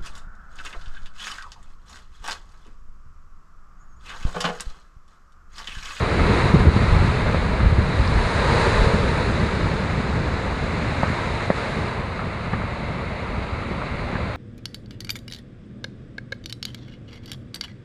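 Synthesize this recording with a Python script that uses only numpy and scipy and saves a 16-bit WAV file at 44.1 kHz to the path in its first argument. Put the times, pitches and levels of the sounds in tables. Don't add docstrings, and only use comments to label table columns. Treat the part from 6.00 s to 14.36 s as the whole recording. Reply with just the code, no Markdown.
import sys
import numpy as np
from scipy import signal
from scipy.io import wavfile
from scipy.ndimage import uniform_filter1d, minimum_filter1d

SR = 44100
rng = np.random.default_rng(int(sys.argv[2]) if len(sys.argv) > 2 else 0)


def master_out(mix):
    frames = np.transpose(np.atleast_2d(mix))
    ceiling = np.clip(frames, -1, 1)
    pcm = np.round(ceiling * 32767).astype(np.int16)
    wavfile.write(sys.argv[1], SR, pcm)


N = 368676


def gain_of(db):
    return 10 ** (np.asarray(db) / 20)


def evened(x):
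    return x / np.sqrt(np.mean(x ** 2) + 1e-20)


def bump(x, width):
    return np.exp(-(x / width) ** 2)


def ramp(hz, lo_hz, hi_hz):
    return np.clip(np.log((hz + 1) / lo_hz) / np.log(hi_hz / lo_hz), 0, 1)


def read(points, hz):
    point_hz, level_db = np.transpose(points)
    return np.interp(np.log(hz + 1), np.log(point_hz + 1), level_db)


def follow(rows, t):
    row_s, *columns = np.transpose(rows)
    return [np.interp(t, row_s, column) for column in columns]


def add(mix, start_s, sound):
    part = mix[round(start_s * SR):][:len(sound)]
    part += sound[:len(part)]


def grid(size):
    t = np.arange(N * 4 // size + 5) * size / 4 / SR
    return t, np.fft.rfftfreq(size, 1 / SR)[:, None]


def noise(field_db, size):
    bins, frames = field_db.shape
    real, imaginary = rng.standard_normal((frames, bins, 2)).T
    spectra = (real + 1j * imaginary) * gain_of(field_db) * np.sqrt(3 / 2)
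    return signal.istft(spectra, nperseg=size, noverlap=size * 3 // 4)[1][:N]


def blotches(bins, frames, high, long):
    x = rng.standard_normal((frames, bins)).T
    return evened(uniform_filter1d(uniform_filter1d(x, high, 0), long, 1))


def band_db(colour_db, hz, lo_hz, hi_hz):
    inside = (hz >= lo_hz) & (hz < hi_hz)
    return 10 * np.log10(np.sum(gain_of(2 * colour_db) * inside, 0))


def levelled(colour_db, hz, edges_hz, levels_db):
    low, mid, high = (db - band_db(colour_db, hz, *edges_hz[k:k + 2]) for k, db in enumerate(levels_db))
    below = 1 - ramp(hz, .8 * edges_hz[1], 1.25 * edges_hz[1])
    above = ramp(hz, .8 * edges_hz[2], 1.25 * edges_hz[2])
    return colour_db + mid + below * (low - mid) + above * (high - mid)


# (time [s], strength [dB], tilt from flutter towards deep rumble [dB])
WIND_STRENGTH = [(0, -26.5, 0.5), (.3, -22., 0.5), (.65, -20.5, -4.5), (1.0, -23.5, -1), (1.4, -24.5, 1),
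                 (2.2, -25, 0), (2.7, -24.5, 4.5), (3.3, -24., -2), (4.0, -26., -2.5), (4.8, -26.5, -4.),
                 (5.4, -29.5, 0), (6.0, -32.5, -1), (6.5, -30.5, 2), (7.2, -32, -0.5), (7.7, -30, -2),
                 (8.36, -32., 2)]
# (frequency [Hz], relative level per Hz [dB])
EDDY_COLOUR = [(10, -32), (22, -14), (40, -2), (80, 4), (130, -2), (205, -4.5), (260, -13.5), (330, -16.5),
               (450, -19.5), (800, -66.5)]
# (level at CALM_DB before tilt and swells [dB], slope [dB per dB], share of the tilt, middle frequency [Hz])
WIND_BANDS = [(-35.5, 1.6, 0.85, 40), (-30., 1.01, 0.24, 116), (-33.5, 0.83, -0.48, 154)]
# (time of the peak [s], rise at the middle frequency [dB], middle frequency [Hz])
WIND_SWELLS = [(.2, 5, 50), (.3, 8, 220), (.6, 7, 40), (.66, 5, 190), (.92, 12, 40), (1.0, 4, 111),
               (1.2, 4, 40), (1.68, 14, 40), (1.8, 4.5, 80), (2.02, 0, 45), (2.22, 9, 40), (2.5, 5.5, 111),
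               (2.86, 1, 40), (3.0, 7.5, 45), (3.0, 5.5, 200), (3.4, 2.5, 120), (4.0, 2, 80),
               (5.8, 4.5, 150), (6.1, 4., 45), (6.6, 3, 110), (7.4, 3., 40), (8.0, 7., 40)]
CALM_DB = -30
WIND_SWELL_S, WIND_SWELL_OCTAVES = 0.071, 0.8


def wind(size=1024):
    t, hz = grid(size)
    peak_s, rise_db, swell_hz = np.transpose(WIND_SWELLS)[:, :, None]
    strength_db, tilt_db = follow(WIND_STRENGTH, t)
    levels_db = []
    for calm_db, slope, tilt_share, band_hz in WIND_BANDS:
        nearness = bump(np.log2(swell_hz / band_hz), WIND_SWELL_OCTAVES)
        swells_db = np.sum(rise_db * bump(t - peak_s, WIND_SWELL_S) * nearness, 0)
        levels_db.append(calm_db + slope * (strength_db - CALM_DB) + tilt_share * tilt_db + swells_db)
    field_db = levelled(read(EDDY_COLOUR, hz), hz, (20, 60, 160, 300), levels_db)
    low = noise(field_db, size)
    lumps = evened(uniform_filter1d(uniform_filter1d(rng.standard_normal(N), size=900), size=900))
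    return low * gain_of(1.64 * lumps)


# (start time [s], relative level [dB], mean swing frequency [Hz], length [cycles])
BUFFETS = [(0.537, -3.5, 149.8, 4.8), (0.558, -7, 64.3, 1.6), (0.646, -10, 141.5, 4.6),
           (.664, -1.5, 74, 3.1), (0.757, -7.5, 97, 2.6), (0.96, -10, 80.5, 1.9), (1.605, -16, 58.3, 2.6),
           (1.641, -11, 81.8, 4.2), (1.693, -10, 75, 1.24), (1.718, -10, 72, 1.9), (1.779, -9, 79, 2.9),
           (1.988, -8.5, 55.6, 2.3), (2.168, -15.5, 48.5, 2.5), (2.778, -12.5, 42, 2.8),
           (3.962, -21, 106, 1.9), (7.708, -21.5, 175, 3.6), (8.127, -21, 173, 3)]


def buffets():
    out = np.zeros(N)
    ragged = signal.butter(2, [170, 480], "band", fs=SR, output="sos")
    for start_s, db, hz, cycles in BUFFETS:
        u = np.arange(0, 1, hz / cycles / SR)
        swing = np.sin(2 * np.pi * cycles * (u + .3 * u * (1 - u)))
        swing -= 0.64 * swing ** 2
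        small_eddies = evened(signal.sosfilt(ragged, rng.standard_normal(8000)))[-len(u):]
        swing += 0.23 * (hz / 120) * small_eddies
        envelope = np.sin(np.pi * u ** 0.66) ** 1.64
        add(out, start_s, gain_of(db) * swing * envelope)
    return out


# (time [s], ring level [dB], ring frequency [Hz], ring t60 [s], thump level [dB], splash level [dB])
TAPS = [(1.345, -9, 536, 0.025, -6, -28), (1.603, -23, 880, 0.011, -4, -24),
        (2.0765, -18, 4840, 0.0065, -60, -40), (5.0322, 3.5, 776, 0.0059, -2.5, -24),
        (5.502, 1, 564, 0.021, 2, -18), (6.192, -21, 1320, 0.028, -12, -30),
        (6.532, -25, 1170, 0.055, -5.5, -23), (6.619, -21, 1370, 0.018, -35, -28),
        (7.343, -18, 895, 0.014, -24, -32), (7.816, -21, 600, 0.014, -25, -27.5),
        (8.154, -12, 1560, 0.0095, -8, -25)]
THUMP_HZ, THUMP_T60_S, SPLASH_T60_S = 178, 0.027, 0.096


def taps():
    out = np.zeros(N)
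    t = np.arange(0, .09, 1 / SR)
    onset = 1 - np.exp(-(t / .0005) ** 2)
    wet = signal.butter(4, [400, 1900], "band", fs=SR, output="sos")
    hisses = rng.standard_normal((len(TAPS), len(t)))
    for (start_s, ring_db, hz, t60_s, thump_db, splash_db), hiss in zip(TAPS, hisses):
        fade_db = -60 * t / t60_s
        ring = np.sin(2 * np.pi * hz * t)
        ring += .45 * gain_of(fade_db / 2) * np.sin(2 * np.pi * 1300 * t)
        thump = gain_of(thump_db - 60 * t / THUMP_T60_S) * np.sin(2 * np.pi * THUMP_HZ * t)
        thump *= 1 - np.exp(-t / 0.0023)
        splash = gain_of(splash_db - 60 * t / SPLASH_T60_S) * evened(signal.sosfilt(wet, hiss))
        add(out, start_s, onset * (gain_of(ring_db + fade_db) * ring - thump + splash))
    return out


# (time [s], level of the body, 1150 to 3150 Hz [dB])
SURF_BODY = [(0, -29.5), (.4, -26), (.62, -28.5), (1.05, -29.), (1.75, -32.5), (2.2, -29.), (2.62, -25),
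             (2.82, -26.5), (3.02, -29), (3.6, -31.), (4.0, -32.5), (4.6, -33.), (5.1, -31), (5.4, -31.5),
             (5.62, -31.), (5.88, -32.5), (6.02, -35.5), (7.2, -36), (8.36, -35)]
# (frequency [Hz], relative level per Hz [dB])
FACING_COLOUR = [(200, -14), (300, 2.5), (450, 8), (600, 7), (790, 1), (970, 9.5), (1080, 1.5), (1280, 4.5),
                 (1430, 1), (1650, 3), (1850, 1), (2100, -1), (2600, -1.5)]
# (frequency [Hz], relative level per Hz [dB])
TURNED_COLOUR = [(200, -15), (300, 7.5), (450, 6.5), (700, 9.5), (820, 7), (940, 7), (1250, 6), (1500, -2),
                 (1850, -4.5), (2100, 4), (2350, -2.5), (2600, -0.5)]
# (frequency [Hz], relative level [dB])
PORT = [(2200, -0.5), (2700, -6), (3150, -12.5), (3450, -10.5), (3950, -4.5), (4300, -9), (5000, -16),
        (5750, -23.5), (6300, -20.5), (6900, -19.5), (7800, -23.5), (8700, -24), (9800, -26)]
# (time [s], turn from 0 facing to 1 away, treble above 5 kHz before the bands are levelled [dB])
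TURN = [(0, .42, -1.5), (.9, 0.25, -1.5), (1.6, .35, -2.5), (2.1, .01, -1.), (2.7, .05, -0.5),
        (3.7, 0.15, -1), (4.5, .35, 0), (5.8, 0.36, -1.3), (6.1, 0.58, -3), (7.3, .72, -3),
        (8.36, 0.68, -4.)]
# (time of the peak [s], rise before levelling [dB], frequency [Hz])
SURF_SWELLS = [(.15, 11.5, 390), (1.6, 5.5, 482), (2.45, 2, 960), (2.9, 7, 460), (3.8, 2.5, 420),
               (4.45, 3.5, 497), (6.2, 3, 507), (7.0, 4, 510), (8.3, 5.5, 550)]
SURF_SWELL_S = 0.45
USUAL_DB = -31
ROAR_DB, ROAR_SLOPE, ROAR_PER_SWELL = -30.5, 1.05, .3
FIZZ_DB, FIZZ_SLOPE, FIZZ_TURNED_DB = -40, 1.15, -3.4
TOP_DULL_AT_S, TOP_DULL_S, TOP_DULL_DB = 4.4, .8, -3


def surf(size=512):
    t, hz = grid(size)
    turned, treble_db = follow(TURN, t)
    body_db, = follow(SURF_BODY, t)
    colour_db = (1 - turned) * read(FACING_COLOUR, hz) + turned * read(TURNED_COLOUR, hz) + read(PORT, hz)
    colour_db -= 60 * (1 - ramp(hz, 100, 200))
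    colour_db += treble_db * ramp(hz, 4800, 4900)
    colour_db += TOP_DULL_DB * bump(t - TOP_DULL_AT_S, TOP_DULL_S) * ramp(hz, 7800, 8400)
    roar_db = ROAR_DB + ROAR_SLOPE * (body_db - USUAL_DB)
    for peak_s, rise_db, swell_hz in SURF_SWELLS:
        swell_db = rise_db * bump(t - peak_s, SURF_SWELL_S)
        colour_db += swell_db * bump(np.log((hz + 1) / swell_hz), .2)
        roar_db += ROAR_PER_SWELL * swell_db
    fizz_db = FIZZ_DB + FIZZ_SLOPE * (body_db - USUAL_DB) + FIZZ_TURNED_DB * turned
    field_db = levelled(colour_db, hz, (330, 1150, 3150, 10000), (roar_db, body_db, fizz_db))
    narrow_long_db = 0.54 * blotches(len(hz), len(t), high=5, long=16)
    broad_short_db = 0.21 * blotches(len(hz), len(t), high=60, long=8)
    return noise(field_db + narrow_long_db + broad_short_db, size)


def scene():
    return (surf() + wind() + buffets() + taps())[None]


def record(dry):
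    dry = signal.sosfilt(signal.butter(2, 30, "high", fs=SR, output="sos"), dry)
    peak = -minimum_filter1d(-abs(dry[0]), size=3000)
    peak_db = 20 * np.log10(peak + 1e-9)
    fall_db = np.arange(N) * 200 / SR
    held_db = np.maximum.accumulate(peak_db + fall_db) - fall_db
    over_db = np.maximum(held_db + 3.5, 0)
    ducked = dry / gain_of(.6 * uniform_filter1d(over_db, size=1600))
    band_limit = signal.firwin(1023, 10200, window=("kaiser", 9), fs=SR)
    return signal.oaconvolve(ducked, band_limit[None], "same")


dry = scene()
out = record(dry)
master_out(out)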